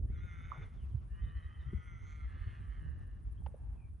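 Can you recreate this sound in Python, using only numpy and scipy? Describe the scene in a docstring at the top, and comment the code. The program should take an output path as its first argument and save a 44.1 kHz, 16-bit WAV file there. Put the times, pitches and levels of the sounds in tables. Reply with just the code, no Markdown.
"""Sheep bleat across an open paddock: six hoarse, nasal, overlapping calls, the last trailing off.
In each, vocal-fold pulses and puffs of air ring a throat whose resonances rise as the mouth opens.
Wind buffets the microphone; a few small knocks and soft scuffs on dry earth sound close by.
Behind them: a faint far bird, insect-like ticking, a wash of flock and breeze, a thin high hiss."""
import sys
import numpy as np
from scipy import signal
from scipy.fft import rfft, irfft
from scipy.io import wavfile
from scipy.ndimage import map_coordinates

SR = 44100
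rng = np.random.default_rng(int(sys.argv[2]) if len(sys.argv) > 2 else 0)


def output_pcm(signal):
    """Save a mono or channel-first signal as 16-bit PCM at the path in sys.argv[1].

    Samples are clipped to [-1, 1] before scaling.
    """
    pcm = np.clip(np.atleast_2d(signal).T, -1, 1) * 32767
    wavfile.write(sys.argv[1], SR, np.round(pcm).astype(np.int16))


N = 176400


def bleat(curve, throat, jitter=.0038, jitter_hz=45, shimmer=.2, puff_cycles=.55,
          quaver_db=1.3, quaver_hz=26, quaver_mouth=.007):
    """Vocal-fold pulses and air puffs ring a throat whose resonances rise as the mouth opens."""
    time_s, pitch_hz, level_db, roughness, mouth = np.transpose(curve)
    t = np.arange(time_s[0], time_s[-1], 1 / SR)
    n = np.arange(len(t))
    rough = np.clip(np.interp(t, time_s, roughness), 0, 1)
    hz = np.interp(t, time_s, pitch_hz) * (1 + jitter * (1 + 2 * rough) * wander(jitter_hz)[n])
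    cycles = np.cumsum(hz) / SR
    phase = cycles % 1 - .5
    folds = np.sinc(phase * SR / hz / 2) * np.cos(np.pi * phase) ** 2
    folds *= 1 + shimmer * rng.standard_normal(SR)[cycles.astype(int)]
    puffs = (.3 + np.exp(-((cycles + .5) % 1) / puff_cycles)) * rng.standard_normal(len(t))
    drive = np.sqrt(1 - rough) * unit(folds - folds.mean()) + np.sqrt(rough) * unit(puffs)
    # a faster clock lifts every resonance
    clock = np.cumsum(np.interp(t, time_s, mouth) * (1 + quaver_mouth * wander(quaver_hz)[n]))
    warped = map_coordinates(drive, [np.interp(np.arange(clock[-1]), clock, n)])
    voice = unit(map_coordinates(colour(warped, throat), [clock]))
    effort_db = np.interp(t, time_s, level_db) + quaver_db * wander(quaver_hz)[n]
    out = np.zeros(N)
    add(out, time_s[0], amp(effort_db) * voice)
    return out


def flock(field_db=-9, field_t60_s=.7, rasp_hz=5100):
    """Six bleats with bright rasp and outdoor scatter, as they reach the two microphone ports."""
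    # calls: time_s, pitch_hz, level_db, roughness (0-1), mouth (factor on the resonances)
    bleat_1 = [(.06, 159.9, -94, 0.3, 0.85), (.085, 163, -74, .7, 0.86), (.13, 167.8, -69.5, 0.83, 1.06),
               (.18, 174.6, -63, 0.17, 0.94), (.255, 179.3, -65, 0.14, 1.044), (.32, 175, -61.5, 0.3, 0.98),
               (.39, 168.3, -62.5, 0.29, 0.99), (.46, 167.2, -62, 0.31, 1.014),
               (.56, 159.9, -60, 0.5, 0.99), (.635, 160.7, -60, 0.8, 1.01), (.68, 147.5, -71.5, 0.5, 0.93)]
    bleat_2 = [(1.06, 154, -86, 0.88, 0.82), (1.1, 160.1, -74.5, 0.53, .92),
               (1.16, 171.1, -68.5, .08, 0.94), (1.22, 169.9, -67, 0.11, 1.03),
               (1.3, 167.4, -65.5, .06, 0.97), (1.4, 160.9, -66.5, 0.33, 1.02),
               (1.52, 154.7, -66.5, 0.47, 1.014), (1.63, 149.7, -66, 0.96, 1.01),
               (1.74, 141.8, -72, 0.69, 1.09)]
    bleat_3 = [(1.58, 160.2, -73, 1, 0.85), (1.66, 167.6, -69, 0.14, .96),
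               (1.72, 180.1, -66.5, 0.06, 0.964), (1.76, 183.3, -65.5, 0.022, 1.01),
               (1.85, 180.1, -63.5, 0.071, 0.994), (1.95, 170, -65.5, 0.17, 1.01),
               (2.03, 162.7, -67.5, 0.36, 1.015), (2.12, 149.8, -72, 0.68, 1.1),
               (2.22, 140, -83.5, 0.89, 0.62)]
    bleat_4 = [(1.98, 150.9, -75.5, .4, 0.87), (2.05, 155, -69, 0.11, 0.96),
               (2.12, 152.4, -63, 0.033, 0.98), (2.2, 151.5, -63, 0.04, 0.99),
               (2.3, 148.2, -68, 0.13, 0.97), (2.42, 146, -69, 0.13, 0.98), (2.53, 139, -72, 0.15, 1),
               (2.66, 129.5, -73, 0.44, 0.936), (2.8, 122, -71.5, 0.3, 1)]
    bleat_5 = [(2.24, 150.4, -74, 0.56, .94), (2.32, 153.4, -66.5, 0.59, .96),
               (2.45, 151.6, -64.5, 0.57, 1), (2.6, 148.3, -66.5, 0.31, 0.94),
               (2.69, 143.6, -70.5, 0.074, 0.99), (2.75, 141.3, -65.5, 0.023, 1.05),
               (2.85, 140.5, -66, .03, 0.98), (2.95, 137, -71, 0.061, 0.95), (3.1, 137, -74.5, 0.066, .97),
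               (3.25, 134.7, -84.5, 0.058, 0.94), (3.7, 133.6, -85.5, 0.091, 0.91),
               (4, 133.7, -93.5, .2, 0.85)]
    bleat_6 = [(2.28, 187.7, -78, .8, 0.97), (2.38, 199.5, -75.5, 0.6, 1), (2.48, 196.7, -71.5, 0.54, 1),
               (2.58, 190, -77, 0.49, 0.96), (2.7, 172, -83.5, 1, 0.88)]
    # throat and mouth responses: freq_hz, gain_db
    throat_1 = [(400, -34), (1020, -12), (1390, 10.5), (1620, -4), (1850, -2), (2150, 9), (2330, -5.5),
                (2500, -5.5), (2750, -21), (2980, -9.5), (3250, -20.5), (3530, -1), (3800, -22),
                (4300, -41.5), (5500, -28), (6300, -10.5), (7800, -49.5)]
    throat_2 = [(400, -38), (900, -19), (1190, 6.5), (1380, -5), (1620, -6), (1900, 8), (2300, -21.5),
                (2560, -7), (2700, -22.5), (3020, 1), (3400, -32), (4600, -34), (7000, -52.5)]
    throat_3 = [(400, -40.5), (1020, -8.5), (1360, 15), (1680, -10), (2060, 15.5), (2450, -12), (2800, -12),
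                (3350, -2.5), (3900, -48), (5400, -36), (6050, -4.5), (6450, -22), (7400, -52)]
    throat_4 = [(400, -54), (1020, -6), (1360, 15), (1620, -11), (2120, 13), (2500, -6.5), (2950, -16.5),
                (3350, -2.5), (3850, -17), (4300, -11.5), (5300, -38.5), (6300, -8), (6900, -27.5),
                (7400, -15.5), (8200, -54.5)]
    throat_5 = [(400, -40.5), (900, -23), (1210, 3.5), (1400, -10), (1800, 4), (2100, -8.5), (2400, -33),
                (2980, -6.5), (3450, -42.5), (4200, -22.5), (5000, -49.5), (7000, -49.5)]
    throat_6 = [(400, -41), (1000, -11.5), (1450, -0.5), (1700, -8.5), (2080, 0.5), (2350, -9), (2650, 6),
                (3000, -17), (3400, 0), (3900, -17), (4350, -7.5), (5000, -34), (7000, -54.5)]
    # treble above rasp_hz: time_s, gain_db
    rasp_gain = [(.1, -8), (.3, -4), (.62, -6), (.75, -11), (1.7, -22.5), (1.85, -5), (2.08, 9), (2.16, 2),
                 (2.26, -13), (2.5, -28)]
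    # port balance: freq_hz, left_minus_right_db
    pan = [(500, 0), (1000, -3), (1350, -5), (1850, -3), (2050, -.2), (6000, 0)]
    # port phase: freq_hz, left_lead_rad
    lead = [(500, -.5), (1000, -2.6), (1400, -1.9), (1800, 0), (3000, 0)]
    calls = (bleat(bleat_1, throat_1) + bleat(bleat_2, throat_2) + bleat(bleat_3, throat_3)
             + bleat(bleat_4, throat_4) + bleat(bleat_5, throat_5) + bleat(bleat_6, throat_6))
    calls += amp(field_db) * scatter(calls, field_t60_s)
    rasp = signal.sosfiltfilt(signal.butter(4, rasp_hz, "high", fs=SR, output="sos"), calls)
    calls += rasp * (level(rasp_gain) - 1)
    hz = np.fft.rfftfreq(N, 1 / SR)
    left = amp(read(pan, hz) / 2) * np.exp(.5j * read(lead, hz))
    return irfft(rfft(calls) * np.array([left, 1 / left]), N)


def wind(flutter_db=2.5, spread=.35):
    """Wind on the microphone: lumpy rumble, plus buffets that strike the two ports unequally."""
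    # rumble spectrum: freq_hz, density_db
    rumble = [(15, -40), (28, -23), (45, 4), (68, 2), (100, -3), (135, -11), (200, -20), (300, -28.5),
              (450, -37), (800, -49.5), (2000, -83.5)]
    # rumble strength: time_s, level_db
    strength = [(0, -39), (.6, -48), (1.1, -44), (1.6, -48.5), (2.1, -47), (2.5, -45), (2.9, -43),
                (3.15, -46), (3.7, -44.5), (4, -50)]
    # buffets: centre_s, level_db, pitch_hz, half_width_s
    buffets = [(0.034, -32, 81, 0.0073), (0.139, -31.5, 68, 0.0071), (0.245, -33, 78, 0.018),
               (0.387, -38, 72.7, 0.019), (.59, -39.5, 132, 0.011), (0.636, -41.5, 101.6, 0.019),
               (0.852, -38.5, 69.7, 0.038), (0.953, -25.5, 97, 0.0077), (0.978, -31.5, 68, 0.014),
               (1.136, -34.5, 53, 0.024), (1.235, -31.5, 53.6, 0.024), (1.366, -37, 70, 0.022),
               (1.46, -34.5, 72, 0.014), (1.6, -38.5, 63, 0.018), (1.681, -34, 57.3, 0.02),
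               (1.672, -40, 131, 0.016), (1.758, -29.5, 67.3, 0.019), (1.745, -37, 131.4, 0.0087),
               (2.265, -34.5, 61.3, 0.03), (2.419, -31, 64.4, 0.0074), (2.698, -35.5, 54, 0.031),
               (2.86, -47, 150, 0.024), (2.894, -32.5, 74, 0.023), (3.271, -34.5, 52.3, 0.019),
               (3.326, -37, 64, 0.011), (3.463, -35.5, 69, 0.023), (3.687, -37.5, 55.2, 0.039)]
    out = noise(rumble, correlation=.72) * level(strength) * unit(amp(flutter_db * wander(hz=23.6)))
    for centre_s, level_db, pitch_hz, half_width_s in buffets:
        mid = burst(pitch_hz, half_width_s)
        side = spread * burst(pitch_hz, half_width_s)
        add(out, centre_s - .5, amp(level_db) * np.array([mid + side, mid - side]))
    return out


def knocks(tail_t60_s=.16, click_decay_s=.0055, click_lead_s=.0026):
    """Short dull knocks, each with a click in front and a brief tail."""
    # knocks: centre_s, level_db, pitch_hz, half_width_s, left_minus_right_db, tail_rel_db, click_rel_db
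    hits = [(0.5198, -36.5, 1140, 0.0015, -15.5, -0.5, -58), (1.739, -36, 180, 0.0061, 3, -20, -34),
            (1.735, -42, 355, 0.0043, 4.5, -31, -25), (3.422, -62, 770, 0.0015, 0, -5.5, -29),
            (3.465, -42.5, 855, 0.0024, 5.5, -14.5, -9.5), (3.469, -50, 552, 0.0035, 1, -9, -29),
            (3.545, -44, 526, 0.0025, 4, -11, -51)]
    # click spectrum: freq_hz, gain_db
    click_spectrum = [(300, -4.5), (1200, 8.5), (3500, -6.5), (6000, -29), (11000, -40.5)]
    out, t = np.zeros((2, N)), np.arange(SR) / SR
    for centre_s, level_db, pitch_hz, half_width_s, pan_db, tail_rel_db, click_rel_db in hits:
        body = amp(level_db) * burst(pitch_hz, half_width_s)
        tails = np.array([scatter(body, tail_t60_s), scatter(body, tail_t60_s)])
        add(out, centre_s - .5, body * amp([[pan_db / 2], [-pan_db / 2]]) + amp(tail_rel_db) * tails)
        click = unit(colour(rng.standard_normal(SR), click_spectrum)) * np.exp(-t / click_decay_s)
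        add(out, centre_s - click_lead_s, amp(level_db + click_rel_db) * click)
    return out


def scuffs(grain_db=1.2):
    """Soft scuffs on dry earth: brief swells of grainy noise."""
    # scuffs: centre_s, half_width_s, level_db, peak_hz
    swells = [(0.55, 0.043, -62.5, 1010), (0.625, 0.061, -65, 448), (0.629, 0.028, -65, 1700),
              (3.591, 0.13, -74, 887), (3.773, 0.1, -76, 904)]
    t, out = np.arange(N) / SR, np.zeros((2, N))
    for centre_s, half_width_s, level_db, hz in swells:
        spectrum = [(hz / 4, -14), (hz, 0), (hz * 1.16, -8), (hz * 3, -30), (hz * 7, -70)]
        envelope = amp(level_db) * np.exp(-((t - centre_s) / half_width_s) ** 2)
        out += noise(spectrum, correlation=.9) * envelope
    return out * amp(grain_db * wander(hz=196))


def bird(wobble_depth=.027, tail_db=-2):
    """Faint sliding whistles, blurred by distance."""
    # chirps: start_s, length_s, from_hz, to_hz, level_db
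    chirps = [(0.17, 0.039, 4100, 3700, -80), (0.747, .12, 3730, 2330, -76.5),
              (0.898, 0.043, 3350, 2970, -83), (0.966, 0.051, 3300, 2780, -85.5),
              (1.226, .03, 3500, 3850, -75.5), (1.273, 0.033, 3600, 4000, -77.5),
              (1.358, 0.03, 4250, 3860, -81.5), (1.417, 0.052, 3700, 3850, -82),
              (1.585, 0.067, 3900, 3480, -76.5), (2.469, 0.075, 3300, 2600, -74),
              (3.372, 0.022, 3100, 3460, -75), (3.751, 0.14, 2600, 2270, -78)]
    out, wobble = np.zeros(N), wander(hz=142)
    for start_s, length_s, from_hz, to_hz, level_db in chirps:
        progress = np.arange(0, 1, 1 / (length_s * SR))
        hz = from_hz + (to_hz - from_hz) * progress
        hz *= 1 + wobble_depth * np.roll(wobble, -round(start_s * SR))[:len(hz)]
        whistle = np.sin(2 * np.pi * np.cumsum(hz) / SR)
        add(out, start_s, amp(level_db) * np.sin(np.pi * progress) * whistle)
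    return out + amp(tail_db) * scatter(out, t60_s=.23)


def ticking(pitch_hz=9900, fall_hz_per_s=26000, half_width_s=.01,
            period_s=.083, jitter_s=.006, spread_db=2.8):
    """A loose run of tiny fizzy ticks, each falling in pitch, like an insect in the grass."""
    # tick strength: time_s, level_db
    strength = [(0, -89.5), (1.2, -85), (2.5, -97.5), (2.95, -79), (3.6, -81), (4, -87)]
    t, out = np.arange(-period_s / 2, period_s / 2, 1 / SR), np.zeros((2, N))
    cycles = np.cumsum(pitch_hz - fall_hz_per_s * t) / SR
    tick = np.exp(-(t / half_width_s) ** 2) * np.cos(2 * np.pi * cycles)
    for centre_s in np.arange(0, N / SR, period_s):
        late, loud = rng.standard_normal(2)
        add(out, centre_s + t[0] + jitter_s * late, amp(spread_db * loud) * tick)
    fizz = noise([(200, -3.5), (450, -7.5), (1000, -38.5)], correlation=.87)
    return out * fizz * level(strength)


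def wash(flutter_db=1.4):
    """Distant noise of the moving flock and the breeze."""
    # wash spectrum: freq_hz, density_db
    spectrum = [(100, -15.5), (300, 5), (550, -2), (750, 1.5), (1100, 4.5), (1600, -5), (2200, -9),
                (3200, -13.5), (4300, -21), (6500, -22.5), (8000, -32), (12000, -65)]
    # wash strength: time_s, level_db
    strength = [(0, -81.5), (.45, -71), (.62, -69), (.78, -70.5), (1.05, -74), (1.8, -73), (2.5, -72),
                (3.2, -75.5), (3.7, -77.5), (4, -81)]
    # left-right likeness: freq_hz, correlation
    likeness = [(300, 0.21), (600, 0.19), (980, -0.6), (1700, 0.7), (2500, 1), (8000, 0.92)]
    correlation = read(likeness, np.fft.rfftfreq(N, 1 / SR))
    return noise(spectrum, correlation) * level(strength) * amp(flutter_db * wander(hz=26.8))


def hiss(level_db=-88, flicker_db=2.6):
    """Thin, high, flickering hiss."""
    # hiss spectrum: freq_hz, density_db
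    spectrum = [(2500, -16), (4500, -10), (7900, -2.5), (8700, 8.5), (10100, 6.5), (10700, -14),
                (11500, -7.5), (12500, -44.5)]
    return amp(level_db + flicker_db * wander(hz=25)) * noise(spectrum, correlation=-.28)


def amp(db):
    """Decibels to gain."""
    return 10 ** (np.asarray(db) / 20)


def unit(x):
    """Scales to rms 1."""
    return x / np.sqrt(np.mean(x ** 2) + 1e-20)


def read(points, hz):
    """Interpolates (freq_hz, value) points on a log-frequency axis."""
    freq_hz, value = np.transpose(points)
    return np.interp(np.log(hz + 1), np.log(freq_hz + 1), value)


def level(points):
    """Gain over the scene from (time_s, level_db) points."""
    return amp(np.interp(np.arange(N) / SR, *np.transpose(points)))


def add(mix, start_s, sound):
    """Mixes a sound in at start_s."""
    start = round(start_s * SR)
    sound = sound[..., max(-start, 0):]
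    part = mix[..., max(start, 0):][..., :sound.shape[-1]]
    part += sound[..., :part.shape[-1]]


def wander(hz):
    """Random motion of rms 1, up to about hz."""
    lowpass = np.exp(-(np.fft.rfftfreq(N, 1 / SR) / hz) ** 2)
    return unit(irfft(rfft(rng.standard_normal(N)) * lowpass, N))


def colour(x, spectrum, size=4096):
    """Minimum-phase filter: each pulse rings after it strikes."""
    log_gain = np.log(amp(read(spectrum, abs(np.fft.fftfreq(size, 1 / SR)))))
    taps = np.fft.ifft(np.exp(np.conj(signal.hilbert(log_gain)))).real[:size // 2]
    return signal.oaconvolve(x, taps)[:len(x)]


def noise(spectrum, correlation):
    """Stereo noise of rms 1 with a given spectrum and left-right correlation."""
    a, b = rfft(rng.standard_normal((2, N)))
    correlation = np.clip(correlation, -1, 1)
    mid, side = a * np.sqrt(1 + correlation), b * np.sqrt(1 - correlation)
    gain = amp(read(spectrum, np.fft.rfftfreq(N, 1 / SR)))
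    return unit(irfft(np.array([mid + side, mid - side]) * gain, N))


def scatter(x, t60_s):
    """Convolves with a diffuse outdoor tail of energy 1."""
    t = np.arange(SR) / SR
    tail = rng.standard_normal(SR) * np.exp(-np.log(1000) * t / t60_s)
    return signal.fftconvolve(x, tail / np.linalg.norm(tail))[:len(x)]


def burst(hz, half_width_s):
    """A few cycles under a Gaussian envelope, centred in a 1 s buffer."""
    t = np.arange(SR) / SR - .5
    return np.exp(-(t / half_width_s) ** 2) * np.cos(2 * np.pi * (hz * t + rng.random()))


def scene():
    """Everything at the microphone."""
    return flock() + wind() + knocks() + scuffs() + bird() + ticking() + wash() + hiss()


def record(dry, cutoff_hz=11600):
    """Steep low-pass band limit."""
    taps = signal.firwin(511, cutoff_hz, window=("kaiser", 9), fs=SR)
    return signal.oaconvolve(dry, taps[None], "same")


dry = scene()
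out = record(dry)
output_pcm(out)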